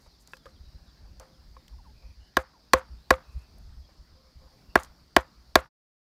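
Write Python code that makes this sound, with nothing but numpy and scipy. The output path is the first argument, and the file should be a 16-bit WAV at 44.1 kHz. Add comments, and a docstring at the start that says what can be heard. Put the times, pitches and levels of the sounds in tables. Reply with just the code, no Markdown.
"""Outdoors, far insects hiss as bands of noise, leaves rustle, a valley rumbles and gusts buffet the microphone.
Far birds whistle in gliding notes, mostly early on, and dull wood knocks a long way off as decaying noise and tone.
A chisel blade is set down on a thick plank with soft ticks; a wooden mallet then drives it three times, as
bursts of noise and damped modes with echoes. The blade is shifted, the plank hums, single chips snap, and
three more blows fall. The sound fades to silence shortly after the last."""
import sys
import numpy as np
from scipy import signal
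from scipy.fft import rfft, irfft, next_fast_len
from scipy.io import wavfile
from scipy.ndimage import uniform_filter1d, map_coordinates

SR = 44100
rng = np.random.default_rng(int(sys.argv[2]) if len(sys.argv) > 2 else 0)


def waveform_to_disk(signal):
    """Save audio, clipped to [-1, 1], as 16-bit WAV at the path in sys.argv[1]."""
    frames = np.transpose(np.atleast_2d(signal))
    scaled = np.clip(frames, -1, 1) * 32767
    samples = np.round(scaled).astype(np.int16)
    wavfile.write(sys.argv[1], SR, samples)


N = 266628

# mallet blows and how strongly each part sounds: t/s, crack level/dB, crack f/Hz, then level/dB of
# ground thud, plank low, plank ring, plank mid, hole, handle, mallet, blade, splinters
BLOWS = [(2.368, -15, 3340, -22.5, -23, -27.5, -29.5, -28, -22, -20.5, -31.5, -30),
         (2.7333, -8, 3970, -18.5, -20, -16.5, -26.5, -25, -14, -23, -22, -25.5),
         (3.1053, -9.5, 3350, -16, -19, -17.5, -23, -28, -16, -18.5, -22, -28),
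         (4.755, -14, 3340, -22, -17, -34, -22.5, -19.5, -25, -16.5, -24, -17),
         (5.1638, -7.5, 3240, -20, -15.5, -28, -19.5, -21, -21, -20, -20.5, -29),
         (5.5547, -5, 3450, -19, -16.5, -26, -19, -21, -21, -18.5, -22.5, -28)]
# damped modes of the plank's ring, the handle and the mallet: f/Hz, level/dB, t60/s
PLANK_RING = [(522.5, 0.0053, .12)]
HANDLE = [(1080.2, 2, 0.033), (1203, -14, 0.053)]
MALLET = [(1418, -5, 0.037), (1622.3, 2.5, 0.024)]
# colour of splinters and chips: f/Hz, level per Hz/dB
SPLINTERS = [(4500, -24), (6200, 2.5), (9000, -3.5), (13000, -7), (16000, -14.5)]

DRIFT_DB = 1.2  # scale of the slow drift of rumble and leaves


def amp(db):
    """A level in decibels is the logarithm of an amplitude ratio."""
    return 10 ** (np.asarray(db) / 20)


def unit(x):
    """Dividing by the root mean square gives a signal unit power."""
    return x / np.sqrt(np.mean(x ** 2) + 1e-20)


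def along(points, hz):
    """Spectra are interpolated between (f/Hz, value) points on a logarithmic frequency axis."""
    f, v = np.transpose(points)
    return np.interp(np.log(hz + 1), np.log(f + 1), v)


def wobble(rate):
    """Band-limited fluctuation: a smooth curve through random knots, rate knots a second."""
    knots = rng.standard_normal(int(N * rate / SR) + 4)
    return map_coordinates(knots, [np.arange(N) * rate / SR])


def noise(spectrum, size=N):
    """Filtering: white noise weighted in frequency takes the given colour, at rms 1."""
    m = next_fast_len(size)
    white = rfft(rng.standard_normal(m))
    colour = amp(along(spectrum, np.fft.rfftfreq(m, 1 / SR)))
    return unit(irfft(white * colour, m)[:size])


def puff(hz, size):
    """Spectral weighting: broad noise that peaks around one pitch."""
    return noise([(hz / 4, -22), (hz * 0.67, -7), (hz, 0), (hz * 1.5, -7), (hz * 3, -18)], size)


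def patchy(x, patchy_db):
    """Time-frequency modulation: patches of random gain, patchy_db rms, make a steady noise uneven."""
    z = signal.stft(x, nperseg=512)[2]
    across_frequency = uniform_filter1d(rng.standard_normal(z.shape), 5, 0)
    field = uniform_filter1d(across_frequency, 12, 1)
    return unit(signal.istft(z * amp(patchy_db * unit(field)), nperseg=512)[1][:N])


def ring(modes, t, rise):
    """Modal decay: damped sinusoids that build up with the time constant rise while contact lasts."""
    t = np.maximum(t, 0)
    decaying = sum(amp(db - 60 * t / t60) * np.sin(2 * np.pi * hz * t) for hz, db, t60 in modes)
    return (1 - np.exp(-t / rise)) * decaying


def note(length, first_hz, last_hz, blur):
    """Frequency glide, fastest at first; blur turns the tone into a fluttering narrow band."""
    u = np.linspace(0, 1, int(length * SR))
    hz = last_hz + (first_hz - last_hz) * (1 - u) ** 1.3
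    phase = 2 * np.pi * np.cumsum(hz) / SR
    knots = rng.standard_normal((2, int(length * 350) + 4))
    a, b = (map_coordinates(k, [u * (len(k) - 1)]) for k in knots)
    swell = np.sin(np.pi * u) ** .5
    return swell * ((1 - blur + blur * a) * np.sin(phase) + blur * b * np.cos(phase))


def bursts(rows, edge):
    """Amplitude envelope: superposed swells (t/s, length/s, level/dB) with soft edges."""
    t = np.arange(N) / SR
    total = np.zeros(N)
    for s, length, db in rows:
        to_nearest_end = np.minimum(t - s, s + length - t)
        total += amp(db) * np.clip(to_nearest_end / edge + .5, 0, 1) ** 2
    return total


def add(track, s, sound):
    """Superposition: mix a sound in at time s."""
    part = track[round(s * SR):][:len(sound)]
    part += sound[:len(part)]


def echoes():
    """Diffuse reverberation of unit energy: each frequency decays at its own rate, two walls stand out."""
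    # decay of the echoes: f/Hz, t60/s
    yard_t60 = [(100, 0.053), (500, 0.11), (1200, 0.21), (2500, 0.15), (4000, .16), (7000, 0.074),
                (15000, 0.056)]
    # colour of the echoes: f/Hz, level/dB
    yard_tone = [(100, -12), (350, 0.5), (1000, -1), (2000, -7.5), (3000, -18), (5000, -21.5), (8000, -27),
                 (15000, -31)]
    # slaps within the echoes: delay t/s, level relative to the echoes there/dB
    wall_slaps = [(0.02, -6), (.033, 1)]
    hz, t, z = signal.stft(rng.standard_normal(SR // 2), SR, nperseg=256)
    dying_db = -60 * t / along(yard_t60, hz)[:, None]
    fall = amp(dying_db) + amp(-22.5 + 0.37 * dying_db)  # the slopes further off answer longer
    tail = signal.istft(z * amp(along(yard_tone, hz))[:, None] * fall, SR, nperseg=256)[1]
    t = np.arange(len(tail)) / SR
    slaps = sum(amp(db - 60 * np.maximum(t - s, 0) / 0.067) * (t > s) for s, db in wall_slaps)
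    tail = tail * (1 + slaps)
    tail = tail * amp(3.2 * wobble(220)[:len(t)])  # scattered, grainy returns
    return tail / np.linalg.norm(tail)


def add_echoes(track, s, sound, echo_db):
    """Energy scaling: the echoes follow the sound's energy, not its ring."""
    add(track, s, np.linalg.norm(sound) * amp(echo_db) * echoes())


def insects():
    """Band noise: far insects merge into a steady hiss."""
    # f/Hz, level per Hz/dB
    insect_colour = [(1760, -46), (3000, -18.5), (3440, -12.5), (3730, -10.5), (4730, -1), (5270, -5),
                     (5820, -11.5), (7500, -24.5), (9750, -51), (16500, -120)]
    return amp(-72.5) * patchy(noise(insect_colour), patchy_db=1.5)


def leaves():
    """Broadband noise whose level drifts slowly: a rustle of leaves."""
    # f/Hz, level per Hz/dB
    leaf_colour = [(300, -6.5), (600, 3.5), (1100, 0.5), (2000, -3.5), (3500, -12), (7000, -16.5),
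                   (11000, -24), (16000, -18)]
    return amp(-74 + DRIFT_DB * wobble(1.9)) * patchy(noise(leaf_colour), patchy_db=2.5)


def valley():
    """Low-frequency noise whose level drifts: a far rumble."""
    # f/Hz, level per Hz/dB
    rumble_colour = [(70, -27.5), (120, 4), (190, 2), (300, -3.5), (450, -11), (700, -30.5)]
    return amp(-70.5 + DRIFT_DB * wobble(3)) * patchy(noise(rumble_colour), patchy_db=2.0)


def wind():
    """Amplitude-modulated low noise: gusts buffet the microphone in lumps."""
    # gusts: t/s, length/s, level/dB
    gust_rows = [(.02, .08, -68), (.46, 0.04, -55.5), (.53, 0.04, -55), (.595, 0.11, -53.5),
                 (.735, 0.038, -46), (.808, 0.029, -53), (.866, 0.025, -53), (1.0, .24, -56),
                 (1.393, .1, -56), (1.503, 0.093, -59), (1.63, 0.032, -67), (1.71, 0.29, -58.5),
                 (2.04, 0.085, -52), (2.155, 0.095, -58), (2.89, 0.14, -57), (3.27, 0.072, -55),
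                 (3.345, 0.049, -38), (3.414, 0.033, -51), (3.5, 0.13, -53), (3.63, 0.237, -52.5),
                 (3.98, .06, -60), (4.11, 0.05, -51.5), (4.34, 0.052, -53.5), (4.41, 0.07, -47.5),
                 (4.66, 0.056, -58), (4.86, 0.055, -61), (5.02, 0.075, -67.5), (5.38, 0.23, -63.5)]
    # f/Hz, level per Hz/dB
    buffet_colour = [(12, -35), (20, -7.5), (38, -1), (58, 6), (118, -15.5), (156, -18), (200, -26),
                     (260, -54), (440, -120)]
    lull_db = -68  # remains between gusts
    gusts = amp(lull_db) + bursts(gust_rows, edge=.035)
    return gusts * unit(amp(3 * wobble(27)) * noise(buffet_colour))


def birds():
    """Gliding tones: the clearer notes, and a faint twitter of small birds, densest early on."""
    # far notes: t/s, length/s, first f/Hz, last f/Hz, level/dB, blur (0 tone, 1 narrow band)
    bird_notes = [(1.72, .042, 1230, 700, -68, .1), (1.782, .035, 1150, 740, -63, .1),
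                  (1.848, .04, 1200, 800, -61, .1), (1.885, .03, 830, 870, -67, .1),
                  (2.535, .045, 1150, 820, -64, .1), (.09, .05, 4350, 4050, -70, .3),
                  (.505, .04, 4150, 4100, -71, .3), (.54, .05, 3900, 3050, -72, .5),
                  (.63, .07, 3900, 3900, -72, .3), (.75, .025, 4200, 3950, -71, .3),
                  (.975, .03, 4200, 3850, -71, .4), (2.97, .04, 3700, 3700, -72, .5),
                  (3.28, .03, 4050, 4050, -71, .5), (.855, .06, 4100, 3300, -72, .5),
                  (1.31, .06, 3900, 3100, -72, .5), (1.94, .22, 2450, 2450, -76, 1),
                  (2.19, .12, 2900, 2950, -75, 1), (3.01, .08, 3950, 4200, -71, .6),
                  (3.23, .03, 3950, 3950, -70, .5), (3.2, .3, 2600, 2550, -77, 1),
                  (4.46, .05, 1100, 880, -70, .6), (4.69, .05, 2720, 2720, -70, .4)]
    out = np.zeros(N)
    for s, length, first_hz, last_hz, db, blur in bird_notes:
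        add(out, s, amp(db) * note(length, first_hz, last_hz, blur))
    for when, long, high, glide, loud in rng.random((10, 5)):
        hz = 3200 + 1100 * high
        chirp = note(.03 + .05 * long, hz + 700 * (glide - .3), hz, blur=.4)
        add(out, 5.5 * when ** 2, amp(-77 + 6 * loud) * chirp)
    return out


def far_knocks():
    """Exponential decay: a grainy rustle and a wavering plank tone that die away slowly."""
    # t/s, rustle level/dB, tone level/dB, rustle t60/s
    knock_rows = [(.0580, -62.5, -76, 0.12), (.7450, -69, -69, 0.06), (1.0450, -63.5, -78, 0.095),
                  (1.1970, -56, -59, 0.33), (2.0250, -69, -69.5, 0.19), (3.8850, -64.5, -79, 0.16)]
    # rustle colour: f/Hz, level per Hz/dB
    rustle_colour = [(250, -24), (500, 6.5), (1200, 2.5), (2200, -11), (5000, -19), (12000, -27)]
    out, t = np.zeros(N), np.arange(SR // 2) / SR
    for s, rustle_db, ring_db, t60 in knock_rows:
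        rustle = amp(rustle_db + 0.31 * wobble(67)[:len(t)]) * noise(rustle_colour, len(t))
        tone = amp(ring_db + 1.2 * wobble(30)[:len(t)]) * np.sin(2 * np.pi * PLANK_RING[0][0] * t)
        tone = amp(25 * t / t60) * tone  # it outlasts the rustle
        add(out, s, (1 - np.exp(-t / 0.0041)) * amp(-60 * t / t60) * (rustle + tone))
    return out


def scuffs():
    """Clumped noise: dry chips rustle as they shift, and patter after every blow."""
    # chips shift: t/s, length/s, level/dB
    scuff_rows = [(0, 0.081, -78), (.195, 0.046, -72), (.28, 0.085, -74.5), (.46, .06, -81),
                  (2.775, 0.031, -66), (3.3, .15, -81.5), (4.795, 0.072, -69)]
    scatter_db, scatter_s = -65, .05  # chips thrown by a blow: level, how long they patter
    thrown = [(blow[0] + .01, scatter_s, scatter_db) for blow in BLOWS]
    rustle = unit(amp(2.9 * wobble(220)) * noise(SPLINTERS))
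    return bursts(scuff_rows + thrown, edge=0.024) * rustle


def ticks():
    """Impulsive noise: single chips snap, short and bright, with echoes."""
    # t/s, level/dB, peak f/Hz
    snap_rows = [(0.2745, -52, 5300), (1.198, -49, 5900), (1.681, -53, 3750), (3.584, -63.5, 11080),
                 (4.7964, -54, 9460), (4.8336, -42, 6860), (4.847, -52, 4500)]
    t60_s, echo_db = 0.015, -6.5
    out, t = np.zeros(N), np.arange(SR // 5) / SR
    for s, db, hz in snap_rows:
        tick = amp(db - 60 * t / t60_s) * puff(hz, len(t))
        add(out, s, tick)
        add_echoes(out, s, tick, echo_db)
    return out


def scrapes():
    """Resonance: plank and handle hum faintly at their own pitch as the blade is shifted."""
    # t/s, length/s, plank level/dB
    scrape_rows = [(4.14, 0.085, -66.5), (4.23, 0.081, -68), (4.407, 0.069, -64.5), (4.51, 0.055, -67.5)]
    out, plank_hz, handle_hz = np.zeros(N), PLANK_RING[0][0], HANDLE[0][0]
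    for s, length, db in scrape_rows:
        plank = note(length, plank_hz, plank_hz, blur=0.26)
        handle = amp(-7.5) * note(length, handle_hz, handle_hz, blur=0.48)
        add(out, s, amp(db) * (plank + handle))
    return out


def taps():
    """Light impact as the blade is set down: a noise tick, a ring at its pitch, knocks damped by the hand."""
    # t/s, tick level/dB, tick f/Hz, ring level/dB, then knock level/dB of plank, handle, mallet
    tap_rows = [(.3345, -53.5, 2585, -43, -54.5, -44.5, -38.5), (.3685, -56.5, 4120, -63, -83, -65, -58),
                (.4567, -58.5, 3510, -60, -47.5, -54, -52), (.4654, -69, 1240, -44.5, -46.5, -69, -57),
                (1.5669, -72, 2370, -63, -58.5, -43.5, -59)]
    t60_s, echo_db = 0.03, -18
    out, t = np.zeros(N), np.arange(SR // 5) / SR
    for s, db, hz, ring_db, plank_db, handle_db, mallet_db in tap_rows:
        tap = amp(db - 60 * t / t60_s) * puff(hz, len(t))
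        tap += ring([(hz, ring_db, t60_s)], t, rise=0.00021)
        tap += amp(plank_db) * ring(PLANK_RING, t, rise=0.00076)
        knock = amp(handle_db) * ring(HANDLE, t, rise=0.0007)
        knock += amp(mallet_db) * ring(MALLET, t, rise=0.00022)
        tap += amp(-60 * t / 0.075) * knock  # the hand's damping
        add(out, s, tap)
        add_echoes(out, s, tap, echo_db)
    return out


def mallet():
    """Impact excitation: the face cracks on the handle, the shock runs down, heavier parts answer later."""
    # damped modes of the ground, plank, hole and blade: f/Hz, level/dB, t60/s
    thud_modes = [(63.5, 2, 0.085), (171, -6.5, 0.048)]
    low_modes = [(293, 0.5, 0.022), (354.5, -3.5, 0.044)]
    mid_modes = [(642, -5.5, 0.067), (693.3, 3.5, .03)]
    hole_modes = [(1005, -2, .026), (905, -2, .026)]
    blade_modes = [(1857, -2.5, 0.017), (1959, 1, 0.022), (2205, -6, 0.025), (2372, -6.5, 0.027)]
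    out, t = np.zeros(N), np.arange(SR // 2) / SR
    pressed = 1 + 1.7 / (1 + (t / 0.0086) ** 6)  # louder while the mallet still drives the blade
    bite = (1 - np.exp(-t / 0.0021)) / (1 + (t / 0.028) ** 6)  # fibres tear until the blade stops
    for (s, crack_db, crack_hz, thud_db, low_db, ring_db, mid_db, hole_db,
         handle_db, mallet_db, blade_db, splinter_db) in BLOWS:
        blow = amp(crack_db - 60 * t / 0.015) * bite * puff(crack_hz, len(t))
        blow += amp(splinter_db - 60 * t / 0.0068) * bite * noise(SPLINTERS, len(t))
        # each part answers after its own delay
        blow += amp(blade_db) * pressed * ring(blade_modes, t - .001, rise=0.00084)
        blow += amp(mallet_db) * pressed * ring(MALLET, t - .0012, rise=0.0015)
        blow += amp(hole_db) * pressed * ring(hole_modes, t - .0015, rise=0.0014)
        blow += amp(handle_db) * pressed * ring(HANDLE, t - .0016, rise=0.0025)
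        blow += amp(mid_db) * pressed * ring(mid_modes, t - .0022, rise=0.0018)
        blow += amp(ring_db) * ring(PLANK_RING, t - .0024, rise=0.0011)
        blow += amp(low_db) * pressed * ring(low_modes, t - .0026, rise=0.0033)
        thud = amp(thud_db) * ring(thud_modes, t - .008, rise=0.02)
        add(out, s, blow + thud)
        add_echoes(out, s, blow, echo_db=-16.5)
    return out


def scene():
    """Superposition of all sources, from the background to the mallet, in one channel."""
    background = insects() + leaves() + valley() + wind() + birds() + far_knocks()
    work = scuffs() + ticks() + scrapes() + taps() + mallet()
    return (background + work)[None]


def record(dry):
    """Saturation and band limit: the input bends at full scale, the sound fades out, the top rolls off."""
    input_db, full_scale = 5, 1
    end_s, fade_s = 5.692, .04  # silence from end_s, after a fade this long
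    top_hz, rolloff_hz = 16800, 1700  # nothing above top_hz; width of the slope below it
    loud = amp(input_db) * dry
    held = loud / (1 + np.abs(loud / full_scale) ** 8) ** (1 / 8)
    fade = np.clip((end_s - np.arange(N) / SR) / fade_s, 0, 1)
    m = next_fast_len(N + SR // 4)
    edge = np.clip((top_hz - np.fft.rfftfreq(m, 1 / SR)) / rolloff_hz, 0, 1) ** 2.5
    return irfft(rfft(held * fade, m) * edge, m)[..., :N]


dry = scene()
out = record(dry)
waveform_to_disk(out)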